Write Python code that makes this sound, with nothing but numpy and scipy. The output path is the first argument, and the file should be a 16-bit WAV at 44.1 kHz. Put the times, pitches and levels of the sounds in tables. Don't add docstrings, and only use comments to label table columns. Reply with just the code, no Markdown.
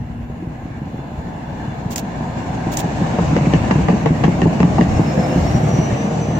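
import sys
import numpy as np
from scipy import signal
from scipy.fft import rfft, irfft, next_fast_len
from scipy.io import wavfile
from scipy.ndimage import uniform_filter1d, minimum_filter1d, map_coordinates

SR = 44100
rng = np.random.default_rng(int(sys.argv[2]) if len(sys.argv) > 2 else 0)


def to_wav(sig):
    pcm = np.clip(np.atleast_2d(sig), -1, 1) * 32767
    pcm = np.round(pcm).astype(np.int16)
    wavfile.write(sys.argv[1], SR, pcm.T)


N = 282107


def amp(db):
    return 10 ** (np.asarray(db) / 20)


def unit(x):
    return x / np.sqrt(np.mean(x ** 2) + 1e-20)


def along(points, hz):
    f, v = np.transpose(points)
    return np.interp(np.log(hz + 1), np.log(f + 1), v)


def curves(rows):
    s, *columns = np.transpose(rows)
    return [np.interp(np.arange(N) / SR, s, column) for column in columns]


def wobble(rate):
    knots = rng.standard_normal(int(N * rate / SR) + 4)
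    return map_coordinates(knots, [np.arange(N) * rate / SR])


def filtered(x, response):
    m = next_fast_len(N + SR // 2)
    hz = np.fft.rfftfreq(m, 1 / SR)
    return irfft(rfft(x, m) * response(hz), m)[..., :N]


def add(track, s, sound):
    start = max(0, round(s * SR))
    track[..., start:start + sound.shape[-1]] += sound[..., :N - start]


def leaning(pair, balance):
    return filtered(pair, lambda hz: amp(np.outer([.5, -.5], along(balance, hz))))


def rush(spectrum, patchy_db):
    # f/Hz, correlation
    alike = [(25, .85), (60, .965), (130, .975), (220, .93), (350, .75), (700, .35), (1300, -.1),
             (2400, .05), (5000, 0)]
    z = signal.stft(rng.standard_normal((2, N)), nperseg=1024)[2]
    patches = uniform_filter1d(rng.standard_normal(z.shape[1:]), size=5, axis=0)
    patches = unit(uniform_filter1d(patches, size=9, axis=1))
    pair = signal.istft(z * amp(patchy_db * patches), nperseg=1024)[1][:, :N]

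    def mid_side_response(hz):
        turn = np.arccos(np.clip(along(alike, hz), -1, 1)) / 2
        return amp(along(spectrum, hz)) * [np.cos(turn), np.sin(turn)]

    mid, side = filtered(pair, mid_side_response)
    return np.array([mid + side, mid - side]) / np.std(mid)


def burst(t, rise, length, t60):
    return (1 - np.exp(-t / rise)) * amp(-60 * np.maximum(t - length, 0) / t60)


def ringing(modes, pitch, attack, scatter_db, window):
    t = np.arange(SR // 3) / SR
    base, db, t60 = np.transpose(modes)[:, :, None]
    detune, strength, phase = rng.standard_normal((3, len(modes), 1))
    hz = pitch * base * (1 + .025 * detune)
    swing = np.sin(2 * np.pi * hz * t + .6 * phase)
    decay = amp(db + scatter_db * strength - 60 * t / t60)
    ring = np.sum(decay * swing, axis=0) * (1 - np.exp(-t / attack))
    return ring / np.std(ring[:round(window * SR)])


def steel_ring(modes, pitch):
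    direct, stray = (ringing(modes, pitch, attack=.0012, scatter_db=2, window=.02) for _ in range(2))
    return direct + amp(-5) * np.array([stray, -stray])


def softened(x):
    return signal.sosfilt(signal.butter(N=6, Wn=7600, fs=SR, output="sos"), x)


def wheel_flats():
    # t/s of contact, level/dB before the thud trim, f/Hz
    thud_blows = [(0.297, -25, 149), (0.423, -26, 178), (0.468, -25.5, 152), (0.652, -28, 133),
                  (0.815, -26, 148), (0.857, -30, 174), (0.941, -28, 176), (0.988, -27.5, 140),
                  (1.115, -28, 140), (1.678, -23.5, 136.6), (1.856, -21.4, 137), (2.025, -25, 194),
                  (2.203, -25.5, 156.8), (2.491, -25.5, 159.4), (2.666, -19, 154), (2.84, -17, 171),
                  (3.012, -16.5, 179.5), (3.137, -22.5, 208), (3.185, -17.5, 182.4), (3.322, -14.5, 158.4),
                  (3.359, -17, 194), (3.408, -15, 136), (3.466, -14.5, 153), (3.534, -9.5, 168),
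                  (3.708, -12.5, 187), (3.755, -14, 150), (3.883, -13.5, 176), (3.929, -15, 202.5),
                  (4.058, -15.5, 166), (4.104, -11, 168.6), (4.24, -9.5, 156.5), (4.279, -13, 176),
                  (4.419, -9.5, 183.5), (4.454, -8, 167.5), (4.602, -12, 173), (4.63, -7, 175),
                  (4.786, -11, 203), (4.809, -10.5, 168), (4.864, -17.5, 128), (4.993, -10, 171),
                  (5.174, -12.5, 195), (5.358, -14.5, 177), (5.546, -12, 128), (5.632, -20, 156),
                  (5.729, -17, 122), (5.785, -15.5, 162.3), (5.919, -15.5, 130), (6.108, -21, 169),
                  (6.283, -20.5, 137)]
    # t/s, bogie knock level/dB, axle clang level/dB, crack level/dB (all three before the trims below),
    # disc ring level/dB, pitch factor of bogie and axle, t60/s of the crunch
    hard_blows = [(3.186, -22, -24, -42, -42, 1.04, .06), (3.364, -23, -30, -34, -34, 1.04, .09),
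                  (3.535, -18, -26, -28.5, -27, 1.02, .1), (3.709, -16.5, -19, -24, -28, 1.03, .06),
                  (3.884, -14, -19, -28, -30, 1.0, .1), (4.058, -10.5, -17, -28, -33, 0.99, .09),
                  (4.237, -19.5, -18, -26.5, -28, 1.02, .1), (4.279, -16, -27, -44, -48, 1, .05),
                  (4.417, -20, -22, -28.5, -24.5, 0.98, .09), (4.455, -17, -21, -43, -45, 0.97, .06),
                  (4.602, -20.5, -24, -34, -33, 0.94, .07), (4.629, -19, -20.5, -32, -36, 1.02, .07),
                  (4.783, -23, -17, -39, -42, 0.98, .05), (4.809, -16, -23, -32, -30, 0.97, .12),
                  (4.993, -24, -24, -42, -42, 0.95, .06), (5.175, -16, -34, -41, -44, 0.92, .06)]
    # multiple of the thud's pitch, level/dB, t60/s
    track_modes = [(.46, -16, .12), (.75, -8, .07), (1, 0, .095), (1.24, -3, .06), (1.55, -4, .05),
                   (1.9, -5.5, .045), (2.4, -12, .035)]
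    # f/Hz (times the pitch factor, for the first two), level/dB, t60/s
    bogie_modes = [(335, 1, .06), (445, 2, .055), (560, 0, .05)]
    axle_modes = [(700, -1, .05), (800, 0, .05), (890, 0, .05), (1000, -2, .045), (1120, -2, .05)]
    disc_modes = [(1570, -5, 0.06), (1800, 1, .08), (1980, -3, .07), (2310, -5, .05), (2694, -1, 0.1),
                  (2846, 0, 0.09)]
    # f/Hz, level/dB per Hz
    knock_colour = [(170, -21), (300, -7), (400, 2.5), (550, 10.5), (650, 4), (900, -42)]
    clang_colour = [(450, -28), (680, 0), (820, 10.5), (1100, -8), (1300, -12.5), (1700, -43)]
    crack_colour = [(700, -28), (1200, 1), (1550, 9), (1900, 12), (2400, 0), (2900, 0.5), (3500, -7.5),
                    (5500, -9.5), (7500, -13), (9000, -45), (15000, -72)]
    thud_trim_db, frame_trim_db, rattle_trim_db, crunch_trim_db, bite_trim_db = 1, -1.5, -1, 1, 6
    thud_lag_s = 0.0024

    t = np.arange(SR // 3) / SR
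    thuds, knocks, clangs, cracks = np.zeros((4, N))
    steel = np.zeros((2, N))
    for s, db, hz in thud_blows:
        thud = ringing(track_modes, hz, attack=.003, scatter_db=1.2, window=.03)
        add(thuds, s + thud_lag_s, amp(db) * thud)
    for s, knock_db, clang_db, crack_db, disc_db, pitch, t60 in hard_blows:
        frame = amp(knock_db) * steel_ring(bogie_modes, pitch) + amp(clang_db) * steel_ring(axle_modes, pitch)
        disc = np.array([ringing(disc_modes, 1, attack=.0005, scatter_db=3, window=.02) for _ in range(2)])
        add(steel, s, amp(frame_trim_db) * frame + amp(disc_db) * disc)
        rattle = amp(rattle_trim_db) * burst(t, rise=0.0004, length=0.004, t60=0.06)
        add(knocks, s, amp(knock_db) * rattle)
        add(clangs, s, amp(clang_db) * rattle)
        crunch = burst(t, rise=0.0003, length=0.005, t60=t60)
        add(cracks, s, amp(crack_db + crunch_trim_db) * crunch)
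        bite = burst(t, rise=0.0002, length=0.001, t60=0.012)
        add(cracks, s + .001, amp(crack_db + bite_trim_db) * bite)
    thuds = signal.sosfilt(signal.butter(N=2, Wn=65, btype="high", fs=SR, output="sos"), thuds)
    chatter = unit(amp(3.2 * wobble(330)))
    crunches = chatter * (clangs * rush(clang_colour, patchy_db=0.5) + cracks * rush(crack_colour, patchy_db=2.5))
    blows = steel + knocks * rush(knock_colour, patchy_db=3.5) + crunches
    return amp(thud_trim_db) * thuds + softened(blows)


def fading_db(metres, reach, falloff):
    return -10 * falloff * np.log10(1 + (metres / reach) ** 2)


def passing_db(sources, law):
    speed_m_per_s = 10.33
    db, reach, falloff = law
    t = np.arange(N) / SR
    power = 0
    for s, strength in sources:
        power = power + amp(strength + fading_db(speed_m_per_s * (t - s), reach, falloff)) ** 2
    return db + 10 * np.log10(power)


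def rolling():
    # t/s when abreast, level/dB of low shaking, level/dB of bright rolling noise
    bogies = [(3.36, 0.5, 1), (4.33, 3.5, -7), (5.05, -3, -1), (5.7, 0, 1)]
    # (1 = 20 dB per tenfold distance, far off)
    rumble_law = (-22, 4.2, 0.9)
    roar_law = (-27.5, 8.65, 1.42)
    wheel_law = (-39.5, 7.76, 1.22)
    hiss_law = (-43.5, 7.96, 1.73)
    fizz_law = (-60, 3.6, 1.9)
    scrape_law = (-41, 3.7, 1.4)
    # t/s, level/dB
    boom_level = [(0, -32), (2.6, -38), (3.0, -39), (3.45, -22.5), (3.75, -27), (4.1, -31), (4.4, -23),
                  (4.6, -42), (4.87, -19), (5.15, -37), (5.62, -22), (5.95, -35), (6.4, -48)]
    # f/Hz, level/dB per Hz
    boom_colour = [(25, -29), (36, -24), (48, -16), (60, -5.5), (76, -4.5), (92, -6.5), (115, -7.5),
                   (150, -16), (250, -83)]
    rumble_colour = [(70, -63), (100, -5.5), (125, -2.5), (155, 1), (200, -1.5), (245, -3.5), (310, -7.5),
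                     (370, -20), (480, -18.5), (700, -74)]
    roar_ahead_colour = [(200, -6.5), (330, 1), (430, -2), (560, 0.5), (660, 2.5), (760, 4), (860, -0.5),
                         (1040, -1.5), (1180, -13), (1400, -28.5), (1900, -49)]
    roar_behind_colour = [(200, -28), (330, 0.5), (420, -2.5), (530, -2), (620, 2), (740, 2), (850, -3),
                          (1000, -8), (1200, -10), (1450, -40), (1900, -62)]
    wheel_colour = [(740, -26), (1250, 1.5), (1420, 0), (1700, 3.5), (1960, 0), (2220, 0), (2540, -4.5),
                    (2850, -1.5), (3140, -11.5), (3600, -14), (4700, -20), (7900, -79)]
    hiss_colour = [(1800, 0), (3100, -1), (3600, 0), (4400, 1), (4900, -1.5), (5280, -1), (5700, 0.5),
                   (7100, 1.5), (7750, -3), (8400, -13.5), (9600, -22.5), (13000, -30)]
    fizz_colour = [(6000, -40), (8500, -4), (10000, -3.5), (12000, 0), (13500, 0), (14500, -6),
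                   (15800, -14)]
    scrape_colour = [(800, -24.5), (1100, 8), (1400, -1), (1850, 0), (2700, 3), (3400, -17), (6800, -30),
                     (9000, -48)]

    shaking = [(s, low_db) for s, low_db, _ in bogies]
    singing = [(s, bright_db) for s, _, bright_db in bogies]
    roughness = wobble(35)
    grit = wobble(160)

    boom_db, = curves(boom_level)
    boom = amp(boom_db + 1.7 * roughness) * rush(boom_colour, patchy_db=4.0)

    rumble_db = passing_db(shaking, rumble_law) + 1.0 * roughness + 0.12 * wobble(8.8)
    rumble = amp(rumble_db) * rush(rumble_colour, patchy_db=0.1)

    gone, = curves([(3.8, 0), (5.2, 1)])
    roar_ahead = np.sqrt(1 - gone) * rush(roar_ahead_colour, patchy_db=1.0)
    roar_behind = np.sqrt(gone) * rush(roar_behind_colour, patchy_db=1.0)
    roar_db = passing_db(singing, roar_law) + 0.5 * roughness + 0.85 * grit + 0.16 * wobble(5.9)
    roar = amp(roar_db) * (roar_ahead + roar_behind)

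    wheel_db = passing_db(singing, wheel_law) + .5 * roughness + 0.11 * grit
    wheels = amp(wheel_db) * rush(wheel_colour, patchy_db=1.9)

    hiss_db = passing_db(singing, hiss_law) + 0.99 * roughness + 0.24 * grit
    hiss = amp(hiss_db) * rush(hiss_colour, patchy_db=2.0)

    fizz_gain = amp(-73) + amp(passing_db([(5.43, 0)], fizz_law))
    fizz = fizz_gain * rush(fizz_colour, patchy_db=4.0)

    scrape_db = passing_db([(3.54, 0)], scrape_law) + 3 * grit
    scrape = amp(scrape_db) * rush(scrape_colour, patchy_db=1.5)
    return boom + rumble + roar + wheels + scrape + hiss + fizz


def crushed_grit():
    # t/s, level/dB
    grit_level = [(2.6, -58), (3.3, -44), (3.9, -43), (4.5, -48), (5.0, -41), (5.6, -48), (6.4, -49)]
    # f/Hz, level/dB per Hz
    grit_colour = [(700, -19), (1100, 5), (1900, 3), (2900, -4), (3500, -15.5), (7000, -34), (9000, -50)]
    grains_per_s, spread_db, life_s = 160, 2.5, .003
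    db, = curves(grit_level)
    grains = (rng.random(N) < grains_per_s / SR) * amp(spread_db * rng.standard_normal(N))
    power = signal.lfilter([1], [1, -np.exp(-2 / (life_s * SR))], grains ** 2)
    noise = np.sqrt(power) * rng.standard_normal((2, N))
    return amp(db) * unit(filtered(noise, lambda hz: amp(along(grit_colour, hz))))


def humps(resonances):
    hz = np.geomspace(100, 16000, 700)
    gain = sum(amp(db) / (1 + (2 * (hz - centre) / width) ** 2) for centre, width, db in resonances)
    return np.column_stack([hz, 20 * np.log10(gain)])


def rail_song():
    # f/Hz, width/Hz, level/dB
    resonances = [(493, 95, 0), (670, 110, -1.5), (863, 210, 5), (1590, 200, -4), (1725, 160, -4.5),
                  (3480, 70, -9.5), (4120, 370, -19), (7000, 350, -21.5)]
    # t/s, level/dB
    rail_level = [(0, -52), (.8, -45.5), (1.5, -40.5), (2.4, -38), (3.0, -35.5), (3.6, -48), (4.2, -70)]
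    db, = curves(rail_level)
    return amp(db + 1.0 * wobble(13)) * rush(humps(resonances), patchy_db=2.5)


def engine(rows, orders, unsteady_db):
    hz, firing_db, overtone_db = curves(rows)
    phase = 2 * np.pi * np.cumsum(hz * (1 + 0.00413 * wobble(5.5))) / SR
    firing = amp(firing_db + 1.5 * wobble(5)) * unit(np.sin(phase))
    overtones = 0
    for multiple, level in orders:
        swell = amp(level + unsteady_db * wobble(5.9))
        overtones = overtones + swell * np.sin(multiple * phase + rng.uniform(0, 2 * np.pi))
    started = np.arange(N) / SR >= rows[0][0]
    return started * (firing + amp(overtone_db) * unit(overtones))


def tone(rows, waver, flutter_db, shadow_db):
    hz, db = curves(rows)
    phase = 2 * np.pi * np.cumsum(hz * (1 + waver * wobble(200))) / SR
    onset = np.clip((np.arange(N) / SR - rows[0][0]) / 0.055, 0, 1)
    shadow = amp(shadow_db * wobble(31))
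    ports = [amp(flutter_db * wobble(70)) * np.sin(phase + 0.093 * wobble(27)) for _ in range(2)]
    return onset * amp(db) * unit(shadow * np.array(ports))


def whine():
    # t/s, f/Hz, level/dB of the steady line
    whine_line = [(4.7, 5320, -62), (4.85, 5370, -60), (4.98, 5365, -59), (5.1, 5310, -58),
                  (5.24, 5245, -56), (5.33, 5370, -56), (5.42, 5440, -56), (5.49, 5580, -54),
                  (5.63, 5720, -51), (5.73, 5825, -48), (5.84, 5895, -47), (6.0, 5980, -50),
                  (6.1, 6020, -52), (6.4, 6055, -53)]
    squeals = [(4.745, .035, -50), (4.8, .03, -52), (4.9, .025, -51), (4.975, .04, -45), (5.095, .06, -43),
               (5.2, .03, -46), (5.247, .03, -42), (5.32, .04, -45), (5.42, .04, -47), (5.487, .03, -42),
               (5.555, .035, -41), (5.735, .05, -41), (5.84, .09, -38), (6.0, .05, -41), (6.06, .025, -47),
               (6.135, .04, -47), (6.225, .04, -41), (6.285, .035, -44), (6.355, .04, -43)]
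    squeal_trim_db = -1
    t = np.arange(N) / SR
    _, steady_db = curves(whine_line)
    flares = sum(amp(db + squeal_trim_db) * np.exp(-2 * ((t - s) / length) ** 2) for s, length, db in squeals)
    swell = np.hypot(1, flares / amp(steady_db))
    line = tone(whine_line, waver=.003, flutter_db=2.5, shadow_db=.5)
    fringe = amp(-9) * tone(whine_line, waver=.022, flutter_db=3, shadow_db=1)
    return swell * (line + fringe)


def drive():
    # t/s, firing rate f/Hz, level/dB of the firing tone, level/dB of the overtones
    front_engine = [(0, 59.1, -42, -33.5), (1.2, 58.9, -45, -40.5), (1.7, 59.63, -38, -33.5),
                    (3.7, 59.34, -34, -32.5), (4.2, 57.5, -52, -54), (6.4, 55.6, -76, -69)]
    rear_engine = [(4.6, 76.3, -47, -52), (4.88, 75.6, -25, -28.5), (5.2, 74.8, -31, -30),
                   (5.6, 75.37, -27, -20.5), (5.8, 75.87, -34, -23), (6.0, 76.34, -35, -29),
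                   (6.4, 76.9, -32, -20.5)]
    # multiple of the firing rate, level/dB against each other
    front_orders = [(1.5, -5), (2, 0.5), (3, -24), (4, -4), (5, -26)]
    rear_orders = [(1.5, -4.5), (2, 1.5), (3, -19), (4, -11.5), (5, -13)]
    # t/s, f/Hz, level/dB
    gear_ahead = [(0, 744, -65), (1.4, 738, -47), (2.6, 750.7, -39.5), (3.4, 740, -49), (4, 720, -81)]
    gear_passing = [(4.9, 523, -71), (5.15, 519, -31), (5.33, 512, -29), (5.5, 502, -39), (5.85, 468, -43),
                    (5.98, 464.6, -32), (6.4, 461, -36)]
    motor_hum = [(5.8, 209, -48), (6.08, 204, -24), (6.4, 199.6, -31.5)]
    diesels = engine(front_engine, front_orders, unsteady_db=4.0)
    diesels = diesels + engine(rear_engine, rear_orders, unsteady_db=4.5)
    gears = tone(gear_passing, waver=0.006, flutter_db=2, shadow_db=1.2)
    gears = gears + tone(gear_ahead, waver=0.012, flutter_db=2.5, shadow_db=1.5)
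    motors = tone(motor_hum, waver=0.012, flutter_db=2, shadow_db=1.5)
    return diesels + whine() + gears + motors


def shutter():
    # t/s, level/dB
    shots = [(1.9586, -21.5), (2.7696, -21.5)]
    # delay/s, level/dB against the release, rise/s, length/s, t60/s, clack share (0 to 1)
    strokes = [(-.054, -13, .004, .005, .03, .4), (-.048, -16.5, .004, .026, .045, .15),
               (0, 0.5, .001, .0035, .018, 1), (.005, -15, .002, .012, .05, .3),
               (.0195, -7, .0004, .001, .007, .6), (.0228, -3, .0004, .001, .009, .4),
               (.026, -9.5, .002, .008, .05, .2)]
    # f/Hz, level/dB per Hz
    clack_colour = [(600, -25), (1800, -9), (3300, -10.5), (4500, -9), (5500, -5), (7000, 1), (8200, -8),
                    (9500, -20), (13000, -15), (16000, -16)]
    whirr_colour = [(600, -22), (1800, -2), (3200, 0), (5000, -2), (7200, 1.5), (9000, -11), (11500, -11),
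                    (14500, -4), (16000, -8)]
    # f/Hz, left minus right/dB
    side_balance = [(1000, 0), (2400, -3.5), (7000, -2.5), (9000, -9), (15000, -11)]
    t = np.arange(SR // 5) / SR
    clacks, whirrs = np.zeros((2, N))
    for s, db in shots:
        for delay, part_db, rise, length, t60, share in strokes:
            stroke = amp(db + part_db) * burst(t, rise, length, t60)
            add(clacks, s + delay, np.sqrt(share) * stroke)
            add(whirrs, s + delay, np.sqrt(1 - share) * stroke)
    chatter = amp(2.9 * wobble(700))
    sound = clacks * rush(clack_colour, patchy_db=1) + whirrs * chatter * rush(whirr_colour, patchy_db=1)
    return leaning(sound, side_balance)


def station(x):
    # f/Hz, t60/s
    echo_decay = [(100, 1), (1000, 1), (8000, 0.55)]
    hz, t, z = signal.stft(rng.standard_normal((2, SR // 2)), SR, nperseg=256)
    decay = amp(-60 * t / along(echo_decay, hz)[:, None])
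    tail = signal.istft(z * decay, SR, nperseg=256)[1]
    tail = tail * np.clip(np.arange(tail.shape[1]) / SR / 0.019, 0, 1)
    return signal.fftconvolve(x, tail / np.linalg.norm(tail[0]), axes=1)[:, :N]


def open_air():
    # t/s, level/dB
    air_level = [(0, -39.5), (2, -45), (3.7, -41), (4.4, -48), (5.0, -51), (6.4, -63)]
    # f/Hz, level/dB per Hz
    air_colour = [(15, -22.5), (25, 2), (36, -12), (50, -11), (75, 3), (110, -11), (250, -76)]
    air_db, = curves(air_level)
    return amp(air_db + 1 * wobble(3.0)) * rush(air_colour, patchy_db=2.5)


def scene():
    # f/Hz, left minus right/dB
    train_balance = [(60, 1), (110, 1), (200, 0), (380, 0), (700, 2), (1290, -0.5), (2380, -0.5), (4400, 3),
                     (8120, 0), (15000, -1.5)]
    blows = wheel_flats()
    echo = amp(-34.5) * station(blows)
    train = blows + rolling() + crushed_grit() + rail_song() + drive() + echo
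    return leaning(train, train_balance) + open_air() + shutter()


def record(dry):
    ceiling, top_hz = .88, 15850
    needed = np.minimum(1, ceiling / (np.abs(dry).max(axis=0) + 1e-9))
    gain = uniform_filter1d(minimum_filter1d(needed, size=400), size=300)
    return filtered(dry * gain, lambda hz: hz < top_hz)


dry = scene()
out = record(dry)
to_wav(out)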